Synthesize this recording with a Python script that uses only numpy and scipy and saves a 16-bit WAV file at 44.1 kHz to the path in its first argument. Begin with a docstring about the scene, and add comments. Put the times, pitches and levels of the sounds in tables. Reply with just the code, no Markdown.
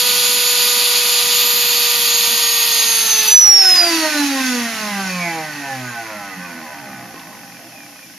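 """A small 14-blade air turbine runs at about 29000 rpm on its wooden base, then whines loudly and coasts down.
Place: a small room. Distance: close by. Microphone: stereo, with the exhaust to its right.
As the valve is screwed shut, the jet noise, hiss and sizzle die and the rotor slows by friction and drag.
Blade tones sweep through exhaust and metal resonances; unbalance and bearing rattle, through base and housing.
Hand knocks and bench rumble lie around it; the recorder ducks under loud sound."""
import sys
import numpy as np
from scipy import signal
from scipy.fft import rfft, irfft, next_fast_len
from scipy.io import wavfile
from scipy.ndimage import uniform_filter1d, minimum_filter1d

SR = 44100
rng = np.random.default_rng(int(sys.argv[2]) if len(sys.argv) > 2 else 0)


def wav_record(signal):
    """Record a signal, one row per channel, as 16-bit PCM in the file named by sys.argv[1]."""
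    frames = np.transpose(np.atleast_2d(signal))
    bounded = np.clip(frames, -1, 1)
    # unit amplitude maps onto the largest positive 16-bit level
    quanta = np.round(bounded * 32767).astype(np.int16)
    wavfile.write(sys.argv[1], SR, quanta)


N = 360734
TIME = np.arange(N) / SR
SIZE = next_fast_len(N + SR // 2, True)
FREQ = np.maximum(np.arange(SIZE // 2 + 1) * SR / SIZE, 1)

# Background: relative colour of the faint steady hiss and of the bench rumble: f/Hz, level/dB
QUIET_COLOUR = [(1710, -1), (2900, -0.5), (3830, -4), (4330, -3.5), (5430, 4), (6720, -1), (7650, -5),
                (7950, -40), (8160, -11), (8590, -10), (10200, -0.5), (13000, -2), (13600, -6)]
RUMBLE_COLOUR = [(18, -52), (30, -20), (86, -14.5), (123, -2.5), (151, -4), (237, 4), (265, 1.5), (330, -1),
                 (430, -38), (730, -120)]
# Small knocks of handling: t/s, level/dB, centre f/Hz, width/Hz, decay/s
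HAND_KNOCKS = [(5.81, -38, 3800, 2500, .008), (6.44, -44, 11000, 4000, .004), (7.143, -33, 260, 110, .01),
               (7.195, -30, 3300, 1300, .0025), (7.203, -39, 3300, 1300, .004)]
# Air flow as the valve is screwed shut: t/s, share of full flow
AIR_FLOW = [(0.0, 1.0), (1.5, 0.982), (2.25, 0.943), (2.771, 0.877), (2.907, 0.645), (3.305, 0.604),
            (3.493, 0.0)]
# Treble at the valve, before its trims: t/s, hiss level/dB, sizzle level/dB
VALVE_LEVELS = [(0.0, -21, -20), (0.01, -22.5, -25), (1.3, -22, -25.5), (1.4, -25.5, -19.5),
                (2.41, -23.5, -25), (2.65, -24.5, -22.5), (2.98, -19, -29), (3.11, -25, -26),
                (3.3, -23, -26)]
# Relative colour of the jet and of the valve hiss: f/Hz, level/dB
JET_COLOUR = [(330, -22.5), (560, -18.5), (728, -16), (886, -12.5), (945, -6.5), (1030, -15), (1200, -5.5),
              (1300, -12.5), (1600, -15), (2580, -1.5), (4400, 3), (5660, -8.5), (7040, -1.5), (7600, -15),
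              (9880, -10.5), (16700, -120)]
HISS_COLOUR = [(4940, -25), (8400, -23), (9330, -1.5), (10300, 6.5), (12000, 2.5), (12300, -14),
               (16000, -37), (22000, -120)]
# Narrow housing resonances rung by the jet, relative level: f/Hz, width/Hz, level/dB
JET_HOUSING = [(2530, 85, -1.5), (3470, 170, -3), (4414, 30, 7), (4740, 410, -1)]
# Narrow housing resonances rung by the bearings, relative level: f/Hz, width/Hz, level/dB
BEARING_HOUSING = [(2584, 54, 0.5), (4523, 56, 6.5), (5490, 130, -1.5), (6320, 180, -1), (6540, 89, -1.5)]
# Relative colour of the rolling rush of the bearings: f/Hz, level/dB
RUSH_COLOUR = [(1650, -6.5), (2800, 1.5), (3150, -3), (4190, 0.5), (4510, -14), (4850, 0.5), (6790, -1.5),
               (7700, -9), (7910, -9), (8620, -11), (10400, -3.5), (12200, -9.5), (13600, -10)]
# Resonances of base and housing: f/Hz, width/Hz, level/dB
BODY_MODES = [(126.5, 8.9, -11.5), (178.8, 13, -9), (195.3, 5, -9), (245, 122, -9.5), (291, 20, -1.5),
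              (324.4, 31, -9), (438, 4.7, -20.5), (487.6, 36, -16.5), (534.5, 17, -10.5), (625, 56, -11.5),
              (693.4, 25, -10), (801, 79, -7), (973, 184, -15.5), (1069, 46, -12.5), (1240, 300, -17),
              (1503, 63, -8), (1646, 196, -15.5), (1770, 170, -14), (1890, 90, -13), (2031, 118, -13),
              (2360, 600, -20), (2616, 60, -14), (3096, 82, -23), (3290, 51, -25), (4400, 630, -25.5)]
# Antiresonances between the modes of the base: f/Hz, half-width/Hz, depth 0-1
BODY_DIPS = [(221, 6.4, 1), (302.3, 13.2, 0.87), (357.6, 7.3, 1), (1216, 48, 0.07), (1634, 31, 0.5)]
# Relative force of one turn: multiple of the speed, level/dB
TURN_ORDERS = [(1, 6.5), (2, 0), (3, 0.5), (4, -1), (5, -2.5), (6, 1.5), (7, -3.5), (8, -1.5), (9, -3),
               (10, -1.5), (11, -3.5), (12, -2.5), (13, 2.5), (15, -4), (18, -2.5), (20, -4), (45, -16)]
# Weak whirl tones between the orders at full flow: multiple of the speed, level/dB
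WHIRL_TONES = [(1.5, -42.5), (2.5, -36.5), (2.59, -45), (3.5, -43)]
# Exhaust resonances that the blade tone sweeps through: f/Hz, width/Hz, level/dB
EXHAUST_MODES = [(4500, 210, -23), (5050, 410, -9), (5410, 470, -0.5), (5790, 360, 2), (5958, 80, 5),
                 (6537, 190, -18)]
# Antiresonances of the exhaust passage: f/Hz, half-width/Hz, depth 0-1
EXHAUST_NOTCHES = [(6105, 45, .85), (6566, 13, .8)]
# Narrow metal rings, low and high, swept by the blade overtones: f/Hz, width/Hz, level/dB
METAL_RINGS = [(2433, 260, 7), (6920, 420, -1.5)]
# Relative coasting overtones: multiple of the speed, level/dB into low ring, level/dB into high ring
COAST_OVERTONES = [(14, -1, -30), (28, -3.5, 1), (36.5, -7, -8), (42, -12, -3), (56, -6, -3), (70, 2, -30),
                   (84, 4, -30)]
# Levels that follow the rotor: level/dB from the knee up, knee f/Hz, power of the speed below it,
# change at full flow/dB
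BENCH_LAW = (-47.5, 61, 1, 2.5)
RUSH_LAW = (-20, 333, 2.09, -6.5)
RATTLE_LAW = (-26.5, 349, 0.96, -11)
SHAKE_LAW = (-13, 302, 1.47, -6)

BLADES = 14
# rotor: speed at the start, push of the full flow, dry friction, drag in proportion to the speed
START_HZ, DRIVE_HZ_PER_S, FRICTION_HZ_PER_S, DRAG_PER_S = 489.4, 224.06, 13.875, .4386
# jet level at full flow, and the power of the flow that it follows
JET_DB, JET_POWER = -17.5, 0.63
# below this speed the whine breaks up, fully so once it has slowed by the range
BREAKUP_HZ, BREAKUP_RANGE_HZ = 300, 40
# below this speed the shaft goes slack in its bearings
SLACK_HZ = 104
# recorder: gain-control ceiling and recovery, narrow treble notch, top of its band
CEILING_DB, RELEASE_DB_PER_S = -5, 65
NOTCH_HZ, TOP_HZ = 7950, 13700


def undb(db):
    """Decibels to gain."""
    return 10 ** (np.asarray(db) / 20)


def curve(table, axis=1):
    """One column of a table, joined by straight lines in time."""
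    rows = np.array(table)
    return np.interp(TIME, rows[:, 0], rows[:, axis])


def unit(x):
    """Scale to rms 1."""
    return x / np.sqrt(np.mean(x ** 2))


def walk(rate):
    """Random drift in straight lines between points, rate per second, of rms about 1.4."""
    count = int(TIME[-1] * rate) + 3
    return 1.72 * np.interp(TIME * rate, np.arange(count), rng.standard_normal(count))


def colour(points):
    """Gain over frequency through the points, with 12 dB per octave of fall below the first."""
    hz, db = np.transpose(points)
    gain = undb(np.interp(np.log(FREQ), np.log(hz), db))
    return gain * np.minimum(FREQ / hz[0], 1) ** 2


def resonances(modes):
    """Gain over frequency of steep-sided resonances, summed in power."""
    power = 0
    for hz, width, db in modes:
        detuning = (FREQ / hz - hz / FREQ) * hz / width
        power = power + undb(db) ** 2 / (1 + detuning ** 2) ** 2
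    return np.sqrt(power)


def notch(hz, width, depth=1):
    """Gain over frequency of a narrow dip."""
    return 1 - min(depth, 1) / (1 + ((FREQ - hz) / width) ** 2)


def notches(dips):
    """Gain over frequency of several narrow dips."""
    return np.prod([notch(*dip) for dip in dips], axis=0)


def shape(x, gain):
    """Filter by a gain over frequency."""
    return irfft(rfft(x, SIZE) * gain, SIZE)[..., :N]


def noise(gain, width, gate=1):
    """Coloured stereo noise of rms 1; width is the ratio of side to mid signal."""
    mid, side = rng.standard_normal((2, N))
    stereo = mid + width * side * np.array([[1], [-1]])
    return unit(shape(gate * stereo, gain))


def pan(x, db):
    """Place a sound by a level difference; positive is left, negative right."""
    return x * undb(np.array([[db], [-db]]) / 2)


def room(x, wet_db, t60):
    """Add dense reflections, different at each ear; the bass stays direct."""
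    t = np.arange(SR // 3) / SR
    tail = rng.standard_normal((2, len(t))) * undb(-60 * t / t60) * (t > .002)
    tail = signal.sosfilt(signal.butter(1, 900, "high", fs=SR, output="sos"), tail)
    tail /= np.sqrt(np.sum(tail ** 2, axis=1, keepdims=True))
    return x + undb(wet_db) * signal.fftconvolve(x[None], tail, axes=1)[:, :N]


def law(speed, flow, db, knee_hz, power, driven_db):
    """Level in dB that grows with the speed up to a knee and shifts with the push of the air."""
    return db + 20 * power * np.log10(np.minimum(speed / knee_hz, 1)) + driven_db * flow


def spin(flow):
    """Turns per second of the rotor: the air pushes, friction and drag brake."""
    push = (DRIVE_HZ_PER_S * flow - FRICTION_HZ_PER_S) / SR
    gained = signal.lfilter([1], [1, -np.exp(-DRAG_PER_S / SR)], push)
    return START_HZ * np.exp(-DRAG_PER_S * TIME) + gained


def background(speed, flow):
    """Low rumble of the bench, which fades with the last slow turns, and a faint steady hiss."""
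    rumble = noise(colour(RUMBLE_COLOUR) / (1 + (FREQ / 300) ** 10), .4)
    rumble = pan(rumble, -1.3) * undb(law(speed, flow, *BENCH_LAW) + 1.2 * walk(8))
    return rumble + noise(colour(QUIET_COLOUR), 0.66) * undb(-40.5)


def knocks():
    """Short dull or bright taps from the hands: noise bands that start at once and die exponentially."""
    out = np.zeros(N)
    for start, db, hz, width, decay in HAND_KNOCKS:
        edges = [max(hz - width / 2, 30), hz + width / 2]
        band = signal.butter(2, edges, "band", fs=SR, output="sos")
        tap = unit(signal.sosfilt(band, rng.standard_normal(N)))
        out += undb(db) * tap * (TIME > start) * np.exp(-abs(TIME - start) / decay)
    return out


def air(flow, hiss_db, sizzle_db, choke_flow):
    """The jet roars in the housing; the valve adds hiss and a thin sizzle until it chokes the flow."""
    roar = noise(colour(JET_COLOUR), 0.11) + undb(-5.0) * noise(resonances(JET_HOUSING), 0.63)
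    jet = pan(roar, -1.0) * undb(JET_DB + 0.53 * walk(24.72)) * flow ** JET_POWER
    hiss_level = undb(curve(VALVE_LEVELS) + hiss_db + 0.58 * walk(24.9))
    hiss = pan(noise(colour(HISS_COLOUR), 0.56), -3.0) * hiss_level
    sizzle_level = undb(curve(VALVE_LEVELS, axis=2) + sizzle_db + 0.5 * walk(31.3))
    sizzle = pan(noise(resonances([(12870, 720, 0)]), .4), .3) * sizzle_level
    return jet + (hiss + sizzle) * np.minimum(flow / choke_flow, 1)


def bearings(turns, speed, flow, body, ring_db, bright):
    """Balls rattle in a burst once a turn, over a rolling rush that rings the housing."""
    size = undb(1.1 * rng.standard_normal(4096))[turns.astype(int) % 4096]
    since_burst = (turns % 1) / speed  # seconds
    burst = .2 + size * np.exp(-since_burst / .0025)
    burst /= np.sqrt(uniform_filter1d(burst ** 2, SR // 4))  # even out the level as the bursts spread
    rattle = noise(body * np.minimum(FREQ / 2000, 1) ** bright, 0.24, burst)
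    rattle *= undb(law(speed, flow, *RATTLE_LAW))
    rings = undb(ring_db + 1.5 * walk(30)) * noise(resonances(BEARING_HOUSING), .5, burst)
    rush = noise(colour(RUSH_COLOUR), 0.52) + rings
    rush *= undb(law(speed, flow, *RUSH_LAW) + .5 * walk(12))
    return pan(rattle + rush, -2.4)


def whirl(turns, flow):
    """Under drive the shaft also whirls in its bearings, sounding between the orders."""
    tones = 0
    for k, db in WHIRL_TONES:
        tones = tones + undb(db + 0.53 * walk(8)) * np.sin(2 * np.pi * k * turns)
    return flow * tones


def rotor(turns, speed, flow, body, flutter_db, slop, slack_gain, wobble):
    """Unbalance and a bump each turn shake the body; once unloaded the shaft wobbles in its bearings."""
    orders, db = np.transpose(TURN_ORDERS)
    # a slow shaft knocks about more freely, so its orders dissolve into rumble
    slack = 1 + slack_gain * np.maximum(1 - speed / SLACK_HZ, 0)
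    angle = 2 * np.pi * (turns + slop * slack * walk(60))
    loose = (1 - .9 * flow) * np.minimum(speed / SHAKE_LAW[1], 1) ** .5
    force = np.sin(angle) * undb(db[0]) * (1 + wobble * loose * walk(110))
    for k in range(2, 41):
        if k != BLADES:  # the blade order sounds in blades()
            flutter = flutter_db * (1 - 0.8 * flow) * walk(18)
            level = undb(np.interp(k, orders, db) + flutter)
            force += level * np.sin(k * angle + rng.uniform(0, 2 * np.pi))
    return shape(force * undb(law(speed, flow, *SHAKE_LAW)), body)


def blades(turns, speed, flow, whine_db, octave_db, upper_db, ring_db, flutter_db, breakup_db, jitter):
    """Blades chop the air into a whine that flares in the exhaust; slower, it breaks up and rings the metal."""
    shaft = 2 * np.pi * turns + jitter * walk(150) / BLADES
    broken = np.clip((BREAKUP_HZ - speed) / BREAKUP_RANGE_HZ, 0, 1)
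    exhaust = resonances(EXHAUST_MODES) * notches(EXHAUST_NOTCHES)
    passage = np.interp(BLADES * speed, FREQ, exhaust)
    level_db = whine_db + flutter_db * walk(70) + broken * breakup_db * walk(21.4)
    # the blade tone, its octave and a faint higher order of the shaft
    blade, octave, upper = (np.sin(k * shaft) for k in (BLADES, 2 * BLADES, 33))
    tone = blade + undb(octave_db + 1.5 * walk(28.5)) * octave + undb(upper_db) * upper
    whine = passage * undb(level_db) * tone
    drive = broken * undb(ring_db + 0.76 * law(speed, flow, *SHAKE_LAW))
    for j, ring in enumerate(METAL_RINGS):
        overtones = 0
        for k, *dbs in COAST_OVERTONES:
            overtones = overtones + undb(dbs[j] + 2 * walk(30)) * np.sin(k * shaft)
        whine += shape(overtones * drive, resonances([ring]))
    return whine


def scene():
    """The air flow sets the speed; one count of turns drives every tone and rattle of the rotor."""
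    flow = curve(AIR_FLOW)
    speed = spin(flow)
    turns = np.cumsum(speed) / SR
    body = resonances(BODY_MODES) * notches(BODY_DIPS)
    around = background(speed, flow) + knocks()
    jet = air(flow, hiss_db=0.5, sizzle_db=1.0, choke_flow=.25)
    rolling = bearings(turns, speed, flow, body, ring_db=-7, bright=1.0)
    hum = rotor(turns, speed, flow, body, flutter_db=3, slop=.004, slack_gain=9, wobble=.13)
    hum = room(hum + whirl(turns, flow), wet_db=-12, t60=.25)
    whine = blades(turns, speed, flow, whine_db=0.56, octave_db=-24.5, upper_db=-26, ring_db=-20.5,
                   flutter_db=1.9, breakup_db=2, jitter=0.16)
    whine = room(whine, wet_db=-14, t60=.2)
    # the exhaust lies to the right, so its whine reaches the left microphone 20 microseconds later
    late_left = np.exp(-2j * np.pi * FREQ * np.array([[2e-5], [0]]))
    tones = pan(hum, -1.5) + pan(shape(whine, late_left), -2.8)
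    return around + jet + rolling + tones


def gain_control(x):
    """Turns everything down at once when the level passes the ceiling, then recovers steadily."""
    level_db = 10 * np.log10(uniform_filter1d(np.mean(x ** 2, axis=0), size=400) + 1e-12)
    excess_db = np.maximum(level_db - CEILING_DB, 0)
    recovery = RELEASE_DB_PER_S * TIME
    return x * undb(recovery - np.maximum.accumulate(excess_db + recovery))


def record(dry):
    """The recorder ducks under loud sound, limits the peaks, notches the treble and cuts the top."""
    held = gain_control(dry)
    allowed = .92 / np.maximum(abs(held).max(axis=0), .92)
    gain = uniform_filter1d(minimum_filter1d(allowed, size=300), size=300)
    notched = shape(held * gain, notch(NOTCH_HZ, 233))
    return signal.sosfilt(signal.ellip(10, .2, 80, TOP_HZ, fs=SR, output="sos"), notched)


dry = scene()
out = record(dry)
wav_record(out)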